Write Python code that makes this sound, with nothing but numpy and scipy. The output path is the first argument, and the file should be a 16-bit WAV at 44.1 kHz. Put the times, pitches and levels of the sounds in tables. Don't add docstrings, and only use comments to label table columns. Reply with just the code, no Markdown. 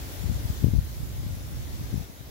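import sys
import numpy as np
from scipy import signal
from scipy.fft import irfft
from scipy.io import wavfile
from scipy.ndimage import uniform_filter1d

SR = 44100
rng = np.random.default_rng(int(sys.argv[2]) if len(sys.argv) > 2 else 0)


def pcm_store(signal):
    levels = np.round(np.clip(np.atleast_2d(signal), -1, 1) * 32767)
    wavfile.write(sys.argv[1], SR, levels.astype(np.int16).T)


N = 101429
TIME = np.arange(N) / SR

# time in seconds, then relative levels in dB of middle and treble.
HISS_LEVELS = [(0, -49.3, -51.6), (.12, -50.4, -51.3), (.57, -50.3, -52.7), (.73, -53.7, -55),
               (1.45, -53.6, -55.4), (2.04, -53, -54.8), (2.06, -56.2, -57.8), (2.14, -57.8, -58),
               (2.3, -56.2, -57.8)]
# frequency in Hz, relative level in dB.
LEAF_TONE = [(850, -1.5), (1400, -0.5), (2000, -1), (2600, -2.5), (3600, -0.5), (4700, -2), (5900, -2),
             (7400, -3), (8150, -7.5), (9200, -9), (10200, -8), (11700, -7), (13000, -6.5), (14300, -9),
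             (15500, -4.5)]


def from_db(db):
    return 10 ** (np.asarray(db) / 20)


def rms_one(x):
    return x / np.sqrt(np.mean(x ** 2) + 1e-20)


def in_time(rows):
    times, *columns = np.transpose(rows)
    return np.array([np.interp(TIME, times, column) for column in columns])


def at_hz(rows, hz):
    frequencies, values = np.transpose(rows)
    return np.interp(np.log(hz), np.log(frequencies), values)


def drift(rate_hz):
    step, warm_up = 40, 2000
    pole = np.exp(-2 * np.pi * rate_hz * step / SR)
    noise = rng.standard_normal(N // step + warm_up + 2)
    slow = signal.lfilter([1], [1, -2 * pole, pole * pole], noise)[warm_up:]
    return np.interp(np.arange(N) / step, np.arange(len(slow)), rms_one(slow))


def bands(low_hz, high_hz, count):
    edges = np.geomspace(low_hz, high_hz, count + 1)
    bank = []
    for low, high in zip(edges, edges[1:]):
        band_pass = signal.butter(2, [low, high], "band", fs=SR, output="sos")
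        pair = signal.sosfilt(band_pass, rng.standard_normal((2, N + SR // 4)))[:, -N:]
        bank.append((np.sqrt(low * high), pair))
    return bank


def far_trees(likeness=0.8, left_delay_s=0.00032, left_db=0.5):
    # frequency in Hz, relative level in dB.
    tone = [(150, -17), (280, 3.5), (400, -3), (560, -4), (800, -6.5), (1200, -17.5), (2000, -17)]
    # time in seconds, level in dB.
    levels = [(0, -46.5), (.55, -47.5), (.8, -52), (2.0, -49.5), (2.08, -52), (2.3, -52.5)]
    common, apart = sum(pair * from_db(at_hz(tone, hz)) for hz, pair in bands(120, 2200, count=14))
    common, apart = np.sqrt(1 + likeness) * common, np.sqrt(1 - likeness) * apart
    left = from_db(left_db) * np.interp(TIME - left_delay_s, TIME, common + apart)
    right = common - apart
    return from_db(in_time(levels)) * rms_one(np.array([left, right]))


def turbulence():
    # frequency in Hz, relative level in dB.
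    tone = [(22, -31), (38, -10.5), (58, 4), (85, -1.5), (120, -5), (180, -17), (280, -19.5), (450, -43.5),
            (900, -54)]
    noise = sum(pair * from_db(at_hz(tone, hz)) for hz, pair in bands(20, 1000, count=16))
    window = int(.05 * SR)
    power = uniform_filter1d(uniform_filter1d(noise ** 2, window), window)
    return rms_one(noise / np.sqrt(power + 1e-20))


def port_rumble(flutter_db=1, flutter_hz=7):
    # time in seconds, left level in dB, right level in dB.
    airflow = [(0, -35.5, -34.5), (.14, -39.5, -40.5), (.25, -28, -40), (.3, -26, -34.5), (.56, -39.5, -32),
               (.63, -25.5, -33.5), (.79, -20.5, -32), (.83, -37.5, -30), (.95, -35, -35),
               (1.04, -36.5, -34), (1.28, -29.5, -33.5), (1.4, -37.5, -37.5), (1.56, -34.5, -33),
               (1.84, -37, -32), (2.02, -30.5, -38.5), (2.07, -47, -44.5), (2.18, -45, -49),
               (2.3, -39.5, -41)]
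    flutter = np.array([drift(flutter_hz), drift(flutter_hz)])
    return from_db(in_time(airflow) + flutter_db * flutter) * turbulence()


def eddies(boost_db=0.5, steepness=4.67, core_ratio=2.14, wake_db=-16, wake_s=0.019):
    # time in seconds, relative strength in dB, pitch in Hz,
    # port (0 is left, 1 is right).
    hits = [(0.21, -25.5, 85, 0), (0.242, -21, 130, 0), (0.26, -18, 74, 0), (.299, -15, 94.5, 0),
            (.315, -20.5, 127, 0), (0.355, -23, 60.6, 0), (0.431, -22, 84, 0), (0.454, -16, 73, 0),
            (0.503, -14.5, 85, 0), (0.628, -17, 96, 0), (.644, -8.5, 139, 0), (0.669, -12, 140, 0),
            (0.684, -15.5, 131, 0), (0.713, -30, 70, 0), (0.737, -14, 141, 0), (0.751, -13, 76, 0),
            (0.763, -14, 90, 0), (0.787, -14, 80, 0), (1.006, -22, 84, 1), (1.033, -20, 90, 1),
            (1.196, -23, 85, 0), (1.265, -25, 153, 0), (1.33, -25, 98, 0), (1.451, -26, 75, 1),
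            (1.567, -25, 74, 1), (1.814, -22.5, 135, 0), (1.841, -22, 61.3, 0), (1.93, -20.5, 131, 0),
            (1.943, -17, 145, 0), (1.958, -22, 145, 0), (1.979, -20, 115, 0), (2.011, -20.5, 102, 0),
            (2.099, -31.5, 150, 0), (2.209, -28, 101, 0), (2.28, -32.5, 99, 1)]
    out, churn = np.zeros((2, N)), turbulence()
    hz = np.arange(N // 2 + 1) * SR / N
    for (time_s, db, pitch_hz, port), phase in zip(hits, rng.random(len(hits))):
        strength, side = from_db(db + boost_db), int(port)
        body, core = [(hz / peak * np.exp(-hz / peak)) ** steepness
                      for peak in (pitch_hz, pitch_hz * core_ratio)]
        spectrum = body / body.sum() + strength * core / core.sum()
        swing = irfft(spectrum * np.exp(2j * np.pi * (phase - hz * time_s)), N) * N / 2
        wake = from_db(wake_db) * churn[side] * np.exp(-((TIME - time_s) / wake_s) ** 2)
        out[side] += strength * (swing + wake)
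    return out


def all_round(pair, hz):
    # frequency in Hz, likeness (0 is unrelated, 1 is the same).
    likeness = [(900, -0.23), (1500, -0.032), (2500, 0.087), (4000, -0.021)]
    alike = at_hz(likeness, hz)
    return np.sqrt(1 + alike) * pair[0] + np.sqrt(1 - alike) * pair[1] * np.array([[1], [-1]])


def lean(hz):
    # frequency in Hz, left level minus right level in dB.
    full_lean = [(900, 4.5), (1800, 2), (2600, 4.5), (4500, 3.5), (5800, 5), (7400, -0.5), (9000, -.8),
                 (10500, -2.5), (12000, -5.5), (15500, -4)]
    # time in seconds, share from 0 to 1.
    shares = [(0, 0.76), (2.04, 0.85), (2.07, 0.18), (2.3, .2)]
    return from_db(np.array([[.5], [-.5]]) * at_hz(full_lean, hz) * in_time(shares))


def leaf_touches(touches_per_s=2500, spread_db=2, ring_cycles=4, relative_db=-13):
    out, pitches = 0, np.geomspace(2000, 14000, 14)
    for hz in pitches:
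        touches = rng.random((2, N)) < touches_per_s / len(pitches) / SR
        sizes = from_db(spread_db * np.minimum(rng.exponential(1, (2, N)), 5))
        taps = touches * sizes * rng.choice([-1, 1], (2, N))
        decay = np.exp(-np.log(1000) * hz / (ring_cycles * SR))
        angle = 2 * np.pi * hz / SR
        ticks = signal.lfilter([1, 0, -1], [1, -2 * decay * np.cos(angle), decay ** 2], taps + 1e-18)
        out = out + rms_one(ticks) * np.sqrt(hz) * from_db(at_hz(LEAF_TONE, hz)) * lean(hz)
    middle_db = in_time(HISS_LEVELS)[0]
    return from_db(middle_db + relative_db) * rms_one(out)


def leaf_hiss(middle_boost_db=3.5, treble_boost_db=4, treble_from_hz=9300, flicker_db=1.47):
    middle_db, treble_db = in_time(HISS_LEVELS)
    middle, treble = 0, 0
    for hz, pair in bands(800, 17000, count=40):
        band_db = at_hz(LEAF_TONE, hz) + flicker_db * drift(rate_hz=9)
        band = all_round(pair, hz) * lean(hz) * from_db(band_db)
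        if hz < treble_from_hz:
            middle = middle + band
        else:
            treble = treble + band
    middle = from_db(middle_db + middle_boost_db) * rms_one(middle)
    treble = from_db(treble_db + treble_boost_db) * rms_one(treble)
    return middle + treble


def scene():
    return leaf_hiss() + leaf_touches() + far_trees() + port_rumble() + eddies()


def record(dry):
    ring_hz, ring_width_hz, ring_gain = 11560, 350, 0.44
    left, right = dry
    ring = signal.lfilter(*signal.iirpeak(ring_hz, ring_hz / ring_width_hz, fs=SR), right)
    ports = np.array([left, right + ring_gain * ring])
    bass_cut = signal.butter(2, 30, "high", fs=SR, output="sos")
    treble_cut = signal.ellip(12, .1, 80, 15750, fs=SR, output="sos")
    return signal.sosfilt(treble_cut, signal.sosfilt(bass_cut, ports))


dry = scene()
out = record(dry)
pcm_store(out)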